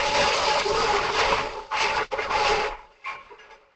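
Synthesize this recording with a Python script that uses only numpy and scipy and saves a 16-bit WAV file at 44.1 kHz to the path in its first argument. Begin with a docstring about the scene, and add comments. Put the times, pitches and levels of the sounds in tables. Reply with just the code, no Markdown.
"""An elevator car crashes onto its buffer at the foot of a hard-walled shaft. The roar is flickering bands of
noise; loose steelwork rattles in it as dense clicks that strike ringing modes. Three frame rings, made of
resonant noise, sound through it, over a low rumble of shudder and boom. The noise surges; the whole sound drops
out abruptly for a moment, returns and dies away; late knocks ring in the steel as fading sines."""
import sys
import numpy as np
from scipy import signal
from scipy.fft import next_fast_len
from scipy.io import wavfile

SR = 44100
rng = np.random.default_rng(int(sys.argv[2]) if len(sys.argv) > 2 else 0)


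def inscribe(sig):
    """Save sig as 16-bit PCM at rate SR to the path in sys.argv[1].

    A 1-D sig is mono; a 2-D sig holds one channel per row.
    Samples are clipped to [-1, 1] before scaling.
    """
    pcm = np.round(np.clip(np.atleast_2d(sig).T, -1, 1) * 32767)
    wavfile.write(sys.argv[1], SR, pcm.astype(np.int16))


N = 165375  # 3.75 s


def amp(db):
    """Turn decibels into a linear gain."""
    return 10 ** (np.asarray(db) / 20)


def rms_one(x):
    """Scale a signal to rms 1."""
    return x / np.sqrt(np.mean(x ** 2) + 1e-20)


def in_time(rows):
    """Draw the table columns after the first as curves, sample by sample."""
    s, *columns = np.vstack(rows).T
    return [np.interp(np.arange(N) / SR, s, column) for column in columns]


def drift(rate_hz):
    """Wandering chance of rms 1: noise through two equal low-pass poles at rate_hz."""
    step = 40  # samples between the drawn points
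    pole = np.exp(-2 * np.pi * rate_hz * step / SR)
    noise = rng.standard_normal(N // step + 2002)
    slow = signal.lfilter([1], [1, -2 * pole, pole * pole], noise)[2000:]  # skip the filter's start
    return np.interp(np.arange(N) / step, np.arange(len(slow)), rms_one(slow))


def ring(x, hz, t60_s):
    """A damped two-pole resonance: a unit click sets a sine of height 1 ringing."""
    decay = amp(-60 / (t60_s * SR))
    turn = 2 * np.pi * hz / SR
    return signal.lfilter([0, np.sin(turn)], [1, -2 * decay * np.cos(turn), decay * decay], x + 1e-18)


def hum(hz, width_hz, evenness):
    """Noise twice through one resonance, its chance fading evened out by a share of 0-1; rms 1."""
    t60_s = np.log(1000) / np.pi / width_hz
    once = ring(rng.standard_normal(N + SR), hz, t60_s)
    x = rms_one(ring(once, hz, t60_s)[SR:])  # the first second lets the resonance settle
    envelope = np.abs(signal.hilbert(x, next_fast_len(N)))[:N]
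    return rms_one(x / (envelope + 0.37) ** evenness)


UPPER_FROM_HZ, TREBLE_FROM_HZ = 1520, 2910


def tilt(hz, upper_db, treble_db):
    """Gain in dB at one pitch: upper middle and treble each follow a curve taken about its own mean."""
    above_upper = 1 / (1 + (UPPER_FROM_HZ / hz) ** 8)
    above_treble = 1 / (1 + (TREBLE_FROM_HZ / hz) ** 8)
    upper_gain_db = (above_upper - above_treble) * (upper_db - upper_db.mean())
    return upper_gain_db + above_treble * (treble_db - treble_db.mean())


# colour of the roar, relative noise density: pitch_hz [Hz], density_db [dB per Hz]
ROAR_COLOUR = [(280, -25.5), (430, -13), (560, -10.5), (720, -12.5), (860, -7), (1050, -10.5), (1300, -8),
               (1600, -16), (2100, -11), (2700, -14), (3300, -19), (4100, -21), (4750, -18), (5500, -25),
               (6500, -27.5), (7500, -34), (8400, -21), (9200, -43.5)]
ROAR_GAIN_DB, ROAR_PATCHY_DB = 20.5, 1.49
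ROAR_GRIT_DB, GRIT_RATE_HZ = 1.2, 150  # coarse grain of many small impacts


def roar(upper_db, treble_db):
    """Sixth-octave bands of noise, flickering partly together and partly each on its own."""
    points_hz, points_db = np.transpose(ROAR_COLOUR)
    edges_hz = 280 * 2 ** (np.arange(31) / 6)
    white = rng.standard_normal((2, N))
    together = drift(9)
    out = np.zeros(N)
    for k, (low_hz, high_hz) in enumerate(zip(edges_hz, edges_hz[1:])):
        band_filter = signal.butter(2, [low_hz, high_hz], "band", fs=SR, output="sos")
        band = signal.sosfilt(band_filter, white[k % 2])  # neighbours use different noise
        hz = np.sqrt(low_hz * high_hz)
        colour_db = np.interp(np.log(hz), np.log(points_hz), points_db)
        flicker_db = ROAR_PATCHY_DB * (0.83 * together + drift(11))
        out += band * amp(colour_db + tilt(hz, upper_db, treble_db) + flicker_db)
    return amp(ROAR_GAIN_DB + ROAR_GRIT_DB * drift(GRIT_RATE_HZ)) * out


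# pitches of the steelwork's modes: pitch_hz [Hz]
STEEL_HZ = [432, 595, 862, 969, 1077, 1163, 1254, 1453, 1660, 2093, 2160, 2245, 2335, 2425, 2610, 2815,
            3550, 5020, 6020]
# the same modes, relative level and free ringing: level_db [dB], t60_s [s]
STEEL_MODES = [(-22, 0.69), (-8, .4), (-5.5, 0.75), (-2.5, 0.33), (-2, 0.58), (-8, 0.27), (-8.5, .3),
               (-7.5, .3), (-9, 0.78), (-8, 0.11), (-15.5, 0.73), (-15.5, 0.55), (-10.5, 0.5),
               (-14.5, 0.46), (-9, 0.33), (-9, 0.36), (-17, 0.6), (-12, 0.38), (-1, 0.42)]
RATTLES_PER_S, RATTLE_SPREAD_DB, RATTLE_GAIN_DB, RATTLE_PATCHY_DB = 400, 7.5, -6, 2.5
RATTLING_T60_S = 0.08  # loose contacts damp the rings


def rattle(upper_db, treble_db):
    """Dense uneven contacts; each mode of the steel between 900 and 4000 Hz is struck now harder, now softer."""
    length = N + SR
    sizes = amp(RATTLE_SPREAD_DB * np.minimum(rng.exponential(1, length), 4))
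    signed_sizes = sizes * rng.choice([-1, 1], length)
    clicks = signed_sizes * (rng.random(length) < RATTLES_PER_S / SR)
    out = np.zeros(N)
    for hz, (mode_db, _) in zip(STEEL_HZ, STEEL_MODES):
        if 900 < hz < 4000:
            own_clicks = np.roll(clicks, rng.integers(N))  # each mode is struck at its own moments
            ringing = rms_one(ring(own_clicks, hz, RATTLING_T60_S)[SR:])
            patchy_db = RATTLE_PATCHY_DB * drift(2.4)
            out += ringing * amp(mode_db + tilt(hz, upper_db, treble_db) + patchy_db)
    return amp(RATTLE_GAIN_DB) * out


# level of roar and rattle, with its surges and abrupt dropouts, before their gains: start_s [s], level_db [dB],
# upper_db [relative dB, upper middle], treble_db [relative dB]
CRASH = [
    [(0.0, -24.5, -1, -6), (0.034, -29, -3, -2.5), (0.132, -36.5, 6, 4.5), (0.15, -28.5, -0.5, -0.5),
     (0.298, -28.5, -4.5, -4), (0.32, -34.5, 5.5, -1.5), (0.346, -24, -8, -5), (0.374, -28, -11.5, -3),
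     (0.392, -23.5, -12, -8.5), (0.53, -32, 0, 2), (0.578, -25, -7.5, -7.5), (0.6, -36.5, 5.5, 11),
     (0.614, -25.5, -4, -8.5), (0.636, -41, 5, 6), (0.668, -32.5, -10, -2.5), (0.966, -24, -6.5, -10),
     (1.086, -33, 0, -6), (1.1, -23.5, -10, -15.5), (1.118, -35.5, -6.5, -3), (1.18, -24, -4.5, -7),
     (1.398, -29, -1.5, -8), (1.484, -43.5, -1, -5.5), (1.6, -41, -11.5, -10.5)],
    [(1.62, -47, -7, -6), (1.702, -51.5, -13, -4), (1.72, -37, -4.5, -10), (1.748, -32, 1.5, -12),
     (1.812, -30.5, 2.5, 0.5), (1.93, -30.5, -0.5, -11), (1.968, -25.5, -12, -8.5),
     (2.0, -23.5, -3.5, -18.5), (2.036, -34.5, -3.5, -9.5), (2.07, -59, -0.5, 1), (2.102, -75, -6, 1.5),
     (2.12, -38.5, 2.5, -7.5), (2.172, -34.5, -8.5, -16.5), (2.194, -27.5, -4, -15.5),
     (2.236, -32, -4, -8.5), (2.292, -35, -9.5, -15), (2.308, -26.5, -7, -12), (2.406, -30.5, -1.5, -7),
     (2.474, -23.5, -5.5, -6), (2.656, -32, -2.5, -13), (2.674, -35, -6.5, -11), (2.724, -36.5, -9, -21),
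     (2.76, -45.5, -3, -19), (2.9, -59, -12.5, -11.5)],
]
# the dying tail under the late knocks, same columns: start_s [s], level_db, upper_db, treble_db [dB]
TAIL = [(2.921, -61.5, -1.5, -8.5), (2.99, -67, 0.5, -4), (3.038, -58, -4, -7), (3.058, -52, 4, -2),
        (3.079, -43, 5.5, -8), (3.151, -42, -6, -14), (3.175, -55, 3, -11), (3.24, -57, 0, -10),
        (3.31, -53.5, -2, -12.5), (3.376, -52.5, -7, -19), (3.397, -51, 0.5, -10.5),
        (3.46, -52, -0.5, -14.5), (3.49, -53, -6.5, -18), (3.51, -53.5, -2, -6.5), (3.56, -58, 1, -10),
        (3.62, -59, -8.5, -16), (3.75, -68.5, -3, -12.5)]


def crash():
    """Roar and rattle surge, drop out and die away together, with a shared changing colour."""
    level_db, upper_db, treble_db = in_time([*CRASH, TAIL])
    return amp(level_db) * (roar(upper_db, treble_db) + rattle(upper_db, treble_db))


# level of the frame's three strongest rings, before their trims:
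# start_s [s], low_ring_db [dB], middle_ring_db [dB], high_ring_db [dB]
FRAME_RINGS = [
    [(0.0, -41.5, -29.5, -31.5), (0.128, -33.5, -32.5, -28.5), (0.21, -37, -20.5, -31.5),
     (0.246, -33, -34, -31.5), (0.298, -32.5, -27.5, -33), (0.45, -42.5, -36, -44),
     (0.484, -26.5, -34, -25), (0.576, -47, -24.5, -28), (0.636, -34.5, -45, -44), (0.662, -23.5, -62, -30),
     (0.706, -26, -29, -32), (0.852, -26, -45, -33.5), (0.88, -37.5, -34, -30), (0.934, -26, -45, -24),
     (1.0, -35, -35.5, -41)],
    [(1.02, -31.5, -32, -38), (1.074, -35.5, -38, -31.5), (1.162, -30.5, -57, -45), (1.218, -32, -29, -27),
     (1.346, -33.5, -32, -41), (1.38, -36.5, -47, -40), (1.478, -33.5, -31, -31), (1.504, -39, -47, -56),
     (1.568, -39, -37, -36), (1.596, -34, -48, -35), (1.684, -60, -52, -57.5), (1.742, -56, -50, -27),
     (1.816, -55, -49, -33), (1.836, -31, -41, -28.5), (1.95, -44, -34.5, -32)],
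    [(1.97, -39, -48, -22.5), (1.998, -43, -46, -44), (2.026, -34, -37, -39), (2.054, -52, -59, -56),
     (2.082, -83, -74, -79), (2.094, -78, -78, -86), (2.108, -74, -60, -64), (2.124, -30.5, -36, -34),
     (2.142, -32.5, -25, -26), (2.164, -44, -50, -52), (2.192, -25.5, -24.5, -32), (2.222, -42, -49, -40),
     (2.266, -54, -33.5, -41), (2.31, -32.5, -63, -45), (2.35, -47, -36, -20.5)],
    [(2.37, -36, -28, -24), (2.434, -28, -39, -27.5), (2.472, -51, -30, -28), (2.508, -24.5, -37, -25.5),
     (2.688, -33.5, -36.5, -36), (2.764, -54, -59, -45.5), (3.03, -67, -67, -73), (3.076, -73, -71, -44.5),
     (3.15, -46, -47, -50), (3.242, -84, -60, -71), (3.326, -39.5, -75, -61), (3.368, -59.5, -68, -83),
     (3.556, -53.5, -55, -49), (3.588, -59, -61, -89.5), (3.75, -82.5, -72, -80)],
]
RING_HZ, RING_WIDTH_HZ, RING_TRIM_DB = [430, 560, 860], [50, 62, 42], [-1.5, -1.5, 0]
RING_EVENNESS = 0.3  # how far the chance fading of a ring is evened out, 0-1
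RING_WANDER = 0.017  # the rings stray in pitch by this rms share


def frame_rings():
    """Three strong rings, kept sounding by the shaking and straying a little in pitch."""
    out, sample = np.zeros(N), np.arange(N)
    for db, trim_db, hz, width_hz in zip(in_time(FRAME_RINGS), RING_TRIM_DB, RING_HZ, RING_WIDTH_HZ):
        stray = drift(4.81)
        bent_time = sample + np.cumsum(RING_WANDER * (stray - stray.mean()))
        tone = np.interp(bent_time, sample, hum(hz, width_hz, RING_EVENNESS))
        out += amp(db + trim_db) * tone
    return out


# level of the low rumble: start_s [s], shudder_db [dB], boom_db [dB]
RUMBLE = [(0.0, -41.5, -46.5), (0.26, -43.5, -38), (0.29, -45, -45.5), (0.7, -52.5, -43.5),
          (0.72, -37.5, -39), (1.13, -50.5, -46.5), (1.29, -33, -37), (1.32, -38, -39), (1.71, -60, -65),
          (1.87, -51, -44), (2.05, -46, -46), (2.09, -59, -78.5), (2.12, -52, -48.5), (2.58, -37.5, -43.5),
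          (2.64, -49, -49), (2.74, -44, -61), (3.02, -79, -75.5), (3.13, -65, -60.5), (3.65, -72, -75.5),
          (3.75, -115, -80)]
SHUDDER_HZ, SHUDDER_WIDTH_HZ = 35, 26
BOOM_LOW_HZ, BOOM_HIGH_HZ, BOOM_KNEE_HZ, BOOM_PATCHY_DB = 39.8, 330, 110, 2


def rumble():
    """A deep shudder of resonant noise and a lumpy boom of band noise, heavier at the bottom."""
    shudder_db, boom_db = in_time(RUMBLE)
    shudder = hum(SHUDDER_HZ, SHUDDER_WIDTH_HZ, 0)
    band_filter = signal.butter(2, [BOOM_LOW_HZ, BOOM_HIGH_HZ], "band", fs=SR, output="sos")
    boom = signal.sosfilt(band_filter, rng.standard_normal(N + SR))
    boom = boom + 0.5 * signal.lfilter(*signal.butter(2, BOOM_KNEE_HZ, fs=SR), boom)
    lumpy_db = boom_db + BOOM_PATCHY_DB * drift(5)
    return amp(shudder_db) * shudder + amp(lumpy_db) * rms_one(boom[SR:])


# late knocks, each favouring the modes near two pitches, levels before the mode levels:
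# start_s [s], level_db [dB], length_s [s], lower_hz [Hz], upper_hz [Hz], upper_db [relative dB]
KNOCKS = [(1.709, -21, 0.041, 1145, 1384, 1), (2.114, -25, 0.032, 895, 1240, -0.5),
          (2.178, -30, 0.041, 1020, 1430, 8.5), (2.74, -46, 0.11, 862, 2160, 10),
          (3.041, -24, 0.11, 2140, 2610, -16), (3.053, -31, 0.22, 1110, 2380, 8.5),
          (3.08, -32, 0.18, 1066, 2815, -3), (3.303, -42, 0.07, 430, 940, 4),
          (3.384, -39, 0.082, 1660, 2810, -1.5), (3.39, -49.5, 0.063, 5050, 6050, -12),
          (3.496, -43, 0.053, 862, 2120, 4), (3.514, -49, 0.05, 5050, 6050, -14.5),
          (3.5, -46, .04, 1660, 3550, 1)]
KNOCK_REACH_OCTAVES, KNOCK_ATTACK_S, KNOCK_SCATTER_DB = 0.078, 0.0097, 0.5
KNOCK_FLUTTER_DB = 3  # the rings waver as the shaft throws them back
KNOCK_BLUR = 0.005  # chatter smears each struck mode by this rms share of its pitch


def nearness(hz, centre_hz):
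    """Bell-shaped weight of a mode by its distance in octaves from a pitch."""
    return np.exp(-0.5 * (np.log2(hz / centre_hz) / KNOCK_REACH_OCTAVES) ** 2)


def knocks():
    """Each knock swells quickly in the modes near its two pitches, rings freely and is cut off after its
    length."""
    t, out = np.arange(N) / SR, np.zeros(N)
    flutter_db = KNOCK_FLUTTER_DB * drift(33)
    chatter_s = np.cumsum(KNOCK_BLUR * drift(37.5)) / SR
    for start_s, level_db, length_s, lower_hz, upper_hz, upper_db in KNOCKS:
        age_s = np.maximum(t - start_s, 0)
        swell = np.minimum(age_s / KNOCK_ATTACK_S, 1)
        shape = swell / (1 + (age_s / length_s) ** 6)
        phases, chances = rng.standard_normal((2, len(STEEL_MODES)))  # phases in cycles
        for hz, (mode_db, t60_s), phase, chance in zip(STEEL_HZ, STEEL_MODES, phases, chances):
            weight = nearness(hz, lower_hz) + amp(upper_db) * nearness(hz, upper_hz)
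            if weight > 0.01:
                # each mode takes the flutter and the chatter at its own offset
                ringing_db = level_db + mode_db + KNOCK_SCATTER_DB * chance - 60 * age_s / t60_s
                gain = weight * shape * amp(ringing_db + np.roll(flutter_db, int(hz * 20)))
                cycles = hz * (age_s + np.roll(chatter_s, int(hz * 10))) + phase
                out += gain * np.sin(2 * np.pi * cycles)
    return out


def scene():
    """Crash, frame rings, rumble and late knocks, added as one channel."""
    return (crash() + frame_rings() + rumble() + knocks())[None]


TOP_STOP_HZ, HISS_DB = 9496.55, -103.5  # 80 dB down from TOP_STOP_HZ up


def record(dry):
    """The top is cut steeply; a faint hiss lies under all."""
    top_cut = signal.cheby2(12, 80, TOP_STOP_HZ, fs=SR, output="sos")
    return signal.sosfilt(top_cut, dry) + amp(HISS_DB) * rng.standard_normal(dry.shape)


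dry = scene()
out = record(dry)
inscribe(out)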